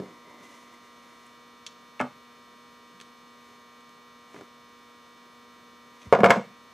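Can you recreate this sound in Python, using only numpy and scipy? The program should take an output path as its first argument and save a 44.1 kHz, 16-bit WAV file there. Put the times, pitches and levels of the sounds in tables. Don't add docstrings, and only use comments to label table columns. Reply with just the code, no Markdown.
import sys
import numpy as np
from scipy import signal
from scipy.fft import rfft, irfft, next_fast_len
from scipy.io import wavfile
from scipy.ndimage import uniform_filter1d

SR = 44100
rng = np.random.default_rng(int(sys.argv[2]) if len(sys.argv) > 2 else 0)


def dump(signal):
    limited = np.clip(np.atleast_2d(signal).T, -1, 1)
    pcm = np.round(limited * 32767).astype(np.int16)
    wavfile.write(sys.argv[1], SR, pcm)


def gain_from_db(level_db):
    decades = np.asarray(level_db, float) / 20
    return 10 ** decades


N = 296793
BUZZ_HZ = 120.033
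OPPOSED = np.array([[1], [-1]])


def colour(x, points):
    hz, db = np.transpose(points)
    size = next_fast_len(x.shape[-1])
    f = np.maximum(np.fft.rfftfreq(size, 1 / SR), 1)
    gain = gain_from_db(np.interp(np.log(f), np.log(hz), db, left=-90, right=-90))
    return irfft(rfft(x, size) * gain, size)[..., :x.shape[-1]]


def walk(rate):
    hold = int(SR / rate)
    steps = np.repeat(rng.standard_normal(N // hold + 1), hold)
    return 4 / 3 * uniform_filter1d(uniform_filter1d(steps, hold), hold)[:N]


def resonate(x, hz, width):
    b, a = signal.iirpeak(hz, hz / width, SR)
    return signal.lfilter(b, a, signal.lfilter(b, a, x))


def ring_modes(out, at_s, db, modes, stretch, scatter_db=1.5, detune=0.016, rise_s=0.0005):
    hz, mode_db, t60 = np.transpose(modes)[:, :, None]
    level_chance, pitch_chance, phase_chance = rng.standard_normal((3, len(modes), 1))
    start = int(at_s * SR)
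    t = np.arange(min(SR // 4, N - start)) / SR
    swing = np.sin(2 * np.pi * hz * (1 + detune * pitch_chance) * t + 0.4 * phase_chance)
    decay_db = -60 * t / (t60 * max(stretch, .005))
    ringing = np.sum(gain_from_db(mode_db + scatter_db * level_chance + decay_db) * swing, axis=0)
    ringing *= 1 - np.exp(-t / max(rise_s, 1e-5))
    out[start:start + len(t)] += gain_from_db(db) * ringing / np.abs(ringing).max()


def crack(at_s, db, t60, points):
    out = np.zeros(N)
    t = np.arange(SR // 8) / SR
    for s, peak_db, decay in zip(at_s, db, t60):
        burst = colour(rng.standard_normal(len(t)), points)
        burst = burst * gain_from_db(-60 * t / max(decay, .003)) * (1 - np.exp(-t / 0.0001))
        start = int(s * SR)
        out[start:start + len(t)] += gain_from_db(peak_db) * burst / np.abs(burst).max()
    return out


# (multiple, level [dB rms])
HOUSING_MULTIPLES = [(2, -62), (3.5, -75), (4, -66), (5, -76), (6, -77), (8, -64), (9, -61), (10, -61),
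                     (11, -68), (13, -73), (14, -74), (15, -72), (16, -67), (19, -67), (20, -80), (21, -77),
                     (24, -74), (25, -77), (26, -74), (29, -72), (30, -71), (31, -76), (32, -76), (33, -80),
                     (36, -71), (43, -75), (48, -78), (53, -76)]


def multiples():
    faint = np.setdiff1d(np.arange(12, 72), np.transpose(HOUSING_MULTIPLES)[0])
    faint_db = -77.5 - .26 * faint + 2.5 * rng.standard_normal(len(faint))
    tick, crest = np.arange(105, 126), 108.5
    ripple = np.abs(1 + .7 * np.exp(2j * np.pi * (tick - crest) / 4.7))
    tick_db = -93 - .6 * np.abs(tick - crest) + 20 * np.log10(ripple)
    return [*HOUSING_MULTIPLES, *zip(faint, faint_db), *zip(tick, tick_db)]


def hum():
    turn = 2 * np.pi * BUZZ_HZ * np.arange(N) / SR
    knots = np.linspace(0, N, 8)
    out = np.zeros(N)
    for k, db in multiples():
        gain = np.interp(np.arange(N), knots, gain_from_db(db + .5 * rng.standard_normal(len(knots))))
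        lag = k * k / 5 + (k > 10) * (np.pi + (k - 10) / 4 * rng.standard_normal())
        if k >= 100:
            lag = (k - 112) ** 2 / 40
        out += gain * np.cos(k * turn - lag)
    return np.sqrt(2) * gain_from_db(1.36) * out


def sizzle():
    cycle = (np.arange(N) * BUZZ_HZ / SR) % 1
    spit = colour(rng.standard_normal(N), [(11500, -27), (12800, 1), (14300, 3), (15700, -10)])
    peaks = np.exp(-5 * np.minimum(cycle, 1 - cycle))
    return 3 * gain_from_db(-90) * peaks * spit / spit.std()


# (frequency [Hz], density [dB per Hz])
AIR_COLOUR = [(20, -22), (100, -5), (220, 0.5), (800, -4.5), (1500, -8.5), (6000, -17), (13500, -27.5),
              (15700, -34)]
# (frequency [Hz], side minus mid [dB])
AIR_WIDTH = [(20, -12), (100, -8.5), (500, -5.5), (1000, -7), (2000, -8), (3000, -6.5), (6000, -10.5),
             (15700, -13)]
# (frequency [Hz], width [Hz], mid level [dB], side level [dB])
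FAN_WHISTLES = [(1340, 80, -12.5, -27), (2020, 100, -34, -36), (2390, 71, -20.5, -18.5)]


def air():
    mid, side, draught, aside = rng.standard_normal((4, N))
    mid = colour(mid, AIR_COLOUR)
    side = colour(colour(side, AIR_COLOUR), AIR_WIDTH)
    size = mid.std()
    for hz, width, mid_db, side_db in FAN_WHISTLES:
        unit = size * np.sqrt(SR / width)
        mid = mid + unit * gain_from_db(mid_db) * resonate(draught, hz, width)
        side = side + unit * gain_from_db(side_db) * resonate(aside, hz, width)
    swell = gain_from_db(-59.5 + .5 * walk(2.64))
    return swell / size * (mid + side * OPPOSED)


# (start [s], hold [s], hiss level [dB], scrape level [dB])
STROKES = [(0.0, 0.17, -76, -56.5), (0.3, 0.11, -76, -51.5), (0.45, 0.14, -67.5, -54.5),
           (.68, 0.066, -73.5, -58), (0.845, 0.37, -76.5, -63.5), (1.196, .08, -74, -65),
           (1.87, .03, -84, -85), (3.473, 0.064, -75.5, -66), (4.35, 0.035, -71.5, -59.5),
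           (5.88, .03, -83, -80), (6.03, .012, -71.5, -59.5)]
# (frequency [Hz], density [dB per Hz])
CLOTH_HISS = [(700, -25), (1500, 9), (3000, 6), (5000, -1.5), (6200, 5), (8000, -3.5), (11000, -7.5),
              (15500, -20)]
# (frequency [Hz], width [Hz], level [dB])
SCRAPE_MODES = [(330, 210, -10.5), (564, 350, -14), (956, 174, -10), (2030, 160, -12.5)]


def rub():
    t = np.arange(N) / SR
    rise_db_s, fall_db_s = 108, 103
    hiss_gain, scrape_gain = np.zeros((2, N))
    for s, hold_s, hiss_db, scrape_db in STROKES:
        swelling_db = rise_db_s * np.maximum(s - t, 0)
        dying_db = fall_db_s * np.maximum(t - s - hold_s, 0)
        stroke = gain_from_db(-swelling_db - dying_db)
        hiss_gain = np.maximum(hiss_gain, gain_from_db(hiss_db) * stroke)
        scrape_gain = np.maximum(scrape_gain, gain_from_db(scrape_db) * stroke)
    mid, side = rng.standard_normal((2, N))
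    grain = gain_from_db(1.5 * walk(120))
    noise = (mid + 0.1 * side * OPPOSED) * grain
    scrape = sum(gain_from_db(db) * resonate(noise, hz, width) for hz, width, db in SCRAPE_MODES)
    hiss = colour(noise, CLOTH_HISS)
    return gain_from_db(11.0) * hiss_gain * hiss / hiss.std() + scrape_gain * scrape / scrape.std()


# (frequency [Hz], level [dB], t60 [s])
TOOL_MODES = [(1422, -2, 0.1), (1503, -7.5, .06), (1680, 0.5, 0.07), (1737, -10.5, 0.06),
              (2133, -9.5, 0.054), (2218, 4.5, 0.032), (2750, -10.5, 0.06), (2980, -18, 0.079),
              (3420, -17, 0.06)]
# (frequency [Hz], density [dB per Hz])
WOOD_CRACK = [(150, -39), (300, -9.5), (550, 1), (800, -2.5), (1300, -17)]
# (frequency [Hz], density [dB per Hz])
LOOSE_RATTLE = [(500, -47), (1000, 17), (1500, 8.5), (2300, -3), (3200, -8), (4500, -17.5), (6500, -20.5)]
# (frequency [Hz], density [dB per Hz])
BRIGHT_CHINK = [(2500, -6), (3500, 4.5), (5000, 0.5), (7500, -2), (10300, -15.5), (12500, -18),
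                (15500, -23)]


def strike(blows, board, thud, stretch):
    out = np.zeros(N)
    for s, board_db, thud_db, tool_db, _ in blows:
        ring_modes(out, s, board_db - 3.5, board, 0.72 * stretch, detune=0.011)
        ring_modes(out, s, thud_db + 0.5, thud, 0.85 * stretch, rise_s=0.0054, detune=0.02)
        ring_modes(out, s, tool_db - 1.5, TOOL_MODES, 0.54 * stretch, detune=0.012)
    s, board_db, _, tool_db, chink_db = np.transpose(blows)
    held = stretch * np.ones(len(s))
    out += crack(s, board_db - 12, 0.13 * held, WOOD_CRACK)
    out += crack(s, tool_db - 5.0, 0.13 * held, LOOSE_RATTLE)
    return out + crack(s, chink_db, 0.032 * held, BRIGHT_CHINK)


# (time [s], board [dB], thud [dB], tool ring [dB], chink [dB])
PART_BUMPS = [(0.0, -20.5, -30, -39.5, -42), (0.021, -26.5, -43, -65, -60), (0.035, -26.5, -58, -53, -50),
              (0.059, -36, -45, -48, -59), (0.084, -37, -55, -53, -59), (0.108, -37, -61, -57, -59),
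              (0.274, -39.5, -55, -58, -60), (0.409, -43.5, -51, -45, -60), (2.946, -54, -52, -60, -62),
              (3.012, -49, -55, -44, -62), (4.344, -33, -64, -41.5, -48), (4.361, -35, -79, -38, -58),
              (4.375, -35, -46, -51, -52), (4.389, -35, -49, -46, -50), (4.41, -32, -52, -42, -47),
              (4.42, -42, -60, -57, -60), (6.055, -55, -45, -58.5, -65), (6.065, -42, -54, -48, -60)]
# (frequency [Hz], level [dB], t60 [s])
HOLLOW_MODES = [(237, -4.5, 0.66), (323, 10, 0.24), (391, 16, 0.11), (506, 5.5, 0.17), (597, 2, 0.35),
                (694, -21, 0.087)]
# (frequency [Hz], level [dB], t60 [s])
BENCH_THUD = [(143, -3.5, 0.23), (195.2, 13.5, 0.2), (219, 7, 0.17)]


def bump_part():
    return strike(PART_BUMPS, HOLLOW_MODES, BENCH_THUD, 0.5)


# (time [s], steel [dB], low ring
# [dB], top [dB], ring time [s])
SHARP_CLICKS = [(1.2655, -61, -60, -50, 0.023), (1.6648, -24.5, -41, -41, 0.032),
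                (1.6705, -39, -44, -61, .03), (1.674, -35, -49, -54, 0.025), (1.9958, -42, -22, -50, 0.046),
                (2.012, -49, -60, -38.5, .015), (3.0012, -35, -36, -48, 0.01), (3.012, -33, -40, -43, 0.016),
                (3.019, -40, -56, -58, 0.023), (3.807, -47, -60, -57, .015), (3.893, -46, -61, -56, .015),
                (4.332, -48, -46, -70, .03), (6.016, -43, -47, -63, 0.066), (6.03, -42, -44, -66, 0.027)]
# (frequency [Hz], density [dB per Hz])
SNAP_COLOUR = [(1200, -15), (2200, -5), (3300, 7.5), (4300, 7.5), (5000, -2.5), (6500, 7), (7500, -8),
               (9000, -40.5)]
# (frequency [Hz], density [dB per Hz])
SNAP_EDGE = [(6500, -9), (8000, 6), (9300, -2), (11000, -4), (12500, -23)]
# (frequency [Hz], level [dB], share of the ring time)
JAW_MODES = [(3346, -16, 0.56), (3290, 12, 0.93), (4460, 8, 0.55), (6280, -23, 0.68), (6800, -10, 0.92)]
# (frequency [Hz], level [dB], share of the ring time)
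JAW_LOW_MODES = [(1800, -4.5, 1), (2300, 6, 0.27), (2540, -4, 0.96)]


def clicks():
    s, steel_db, low_db, top_db, t60 = np.transpose(SHARP_CLICKS)
    out = crack(s, steel_db - 3.0, t60, SNAP_COLOUR)
    out += crack(s, top_db, 0.76 * t60, SNAP_EDGE)
    for at_s, steel, low, decay in zip(s, steel_db, low_db, t60):
        ring_modes(out, at_s, steel - 8, JAW_MODES, .7 * decay, detune=.02, rise_s=.0003)
        ring_modes(out, at_s, low - 3.0, JAW_LOW_MODES, decay, detune=0.022, rise_s=0.00039)
    return out


# (time [s], board [dB], thud [dB], tool ring [dB], chink [dB])
LAY_BLOWS = [
    (2.0015, -11, -25, -18, -36),
    (2.011, -19, -29, -18.5, -38),
    (2.021, -20, -27, -42, -54),
    (2.044, -26, -40, -44, -60),
    (2.065, -30, -58, -55, -62),
]
# (frequency [Hz], level [dB], t60 [s])
BLOCK_MODES = [(400, -18, .07), (500, -29, 0.069), (597, 3.5, 0.1), (728, -2, 0.12), (842, -4, 0.072),
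               (890, 4, 0.037), (1053, -7.5, 0.12), (1180, -3.5, 0.19), (1260, -1, 0.076)]
# (frequency [Hz], level [dB], t60 [s])
BLOCK_THUD_MODES = [(143, -6.5, 0.2), (242, 3, 0.23)]


def lay_tool():
    return strike(LAY_BLOWS, BLOCK_MODES, BLOCK_THUD_MODES, 0.81)


# (time [s], level [dB], t60 [s])
PALM_LANDINGS = [
    (6.068, -33, 0.085),
    (6.085, -40.5, 0.12),
]
# (frequency [Hz], level [dB], share of the ring time)
PALM_BENCH_MODES = [(80.5, 5.5, 0.91), (120, -11.5, 0.73)]


def land_palm():
    out = np.zeros(N)
    for s, db, t60 in PALM_LANDINGS:
        ring_modes(out, s, db, PALM_BENCH_MODES, t60, rise_s=.006, detune=.004)
    return out


# (time [s], board [dB], thud [dB], tool ring [dB], chink [dB])
DROP_BLOWS = [(6.1255, 5.5, -51, -14.5, -26.5), (6.135, -13, -21.5, -13.5, -36),
              (6.149, -7, -21.5, -14.5, -33), (6.189, -10, -27, -27.5, -45.5),
              (6.204, -11.5, -15.5, -22, -36.5), (6.234, 5, -17.5, -16, -38), (6.242, -8, -21, -5, -23),
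              (6.251, -3, -52, -32, -26), (6.26, -5.5, -20.5, -9, -27), (6.287, -9.5, -40, -21, -47),
              (6.297, -8.5, -27, -21.5, -31), (6.3045, -2, -21, -1.5, -17.5), (6.329, -16.5, -34, -42, -52),
              (6.346, -33, -45, -39, -50), (6.359, -12, -33, -25.5, -37), (6.367, -36, -21.5, -43, -54),
              (6.394, -19.5, -35, -43, -59)]
# (frequency [Hz], level [dB], t60 [s])
BOARD_MODES = [(447, -25, 0.051), (482, 0.5, 0.147), (542, -2.5, 0.13), (566, 1, 0.063), (692.7, 1.5, 0.12),
               (811, -16.5, 0.21), (906, -7.5, 0.082), (1016, -5.5, 0.097), (1116, -3, 0.076),
               (1210, -10.5, 0.15)]


def drop_tool():
    return strike(DROP_BLOWS, BOARD_MODES, BENCH_THUD, 1)


# (time [s], level [dB], t60 [s])
STEEL_PINGS = [
    (6.244, -37, .012),
    (6.25, -40, .012),
    (6.306, -30, .012),
]
# (frequency [Hz], level [dB], share of the ring time)
STEEL_PING_MODES = [(11350, -4, 0.66), (11100, -7.5, 0.46)]


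def ping_steel():
    out = np.zeros(N)
    for s, db, t60 in STEEL_PINGS:
        ring_modes(out, s, db, STEEL_PING_MODES, t60, rise_s=.0003, detune=.004)
    return out


# (frequency [Hz], t60 [s])
ROOM_DECAY = [(100, 0.39), (500, 0.24), (1500, 0.24), (5000, 0.38), (14000, 0.062)]


def room(x):
    t = np.arange(SR // 2) / SR
    hz, t60 = np.transpose(ROOM_DECAY)
    mid, side = rng.standard_normal((2, len(t)))
    side = colour(side, [(30, -71), (600, -20), (1200, -20), (4000, -18.5), (16000, -15.0)])
    noise = mid + side * OPPOSED
    tail = 0
    for centre in 60 * 2. ** np.arange(0, 8.1, .5):
        edges = [centre / 2 ** .25, centre * 2 ** .25]
        band = signal.butter(1, edges, "band", fs=SR, output="sos")
        decay_s = np.interp(np.log(centre), np.log(hz), t60)
        tail = tail + signal.sosfilt(band, noise) * gain_from_db(-60 * t / decay_s)
    tail = tail * (1 - np.exp(-t / 0.0023))
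    return signal.fftconvolve(x[None], tail / np.sqrt(np.sum(tail[0] ** 2)), axes=1)[:, :N]


# (frequency [Hz], level [dB])
PORT_DIFFERENCE = [(30, -58), (600, -26.5), (1200, -20.5), (4000, -16.5), (16000, -12)]


def place_hits(hits):
    scatter = rng.standard_normal(128) / np.sqrt(128)
    apart = colour(signal.fftconvolve(hits, scatter)[:N], PORT_DIFFERENCE)
    hits = hits + apart * OPPOSED + gain_from_db(-13.5) * room(hits)
    return signal.sosfilt(signal.butter(3, 95, "high", fs=SR, output="sos"), hits)


def scene():
    hits = bump_part() + clicks() + lay_tool() + land_palm() + drop_tool() + ping_steel()
    mix = hum() + sizzle() + air() + rub() + place_hits(hits)
    return mix * gain_from_db(np.array([[-.2], [.2]]))


def band_limit(x):
    return signal.sosfilt(signal.butter(12, 15770, fs=SR, output="sos"), x)


def record(dry):
    mix = np.tanh(0.84 * dry) / 0.96
    return band_limit(mix)


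dry = scene()
out = record(dry)
dump(out)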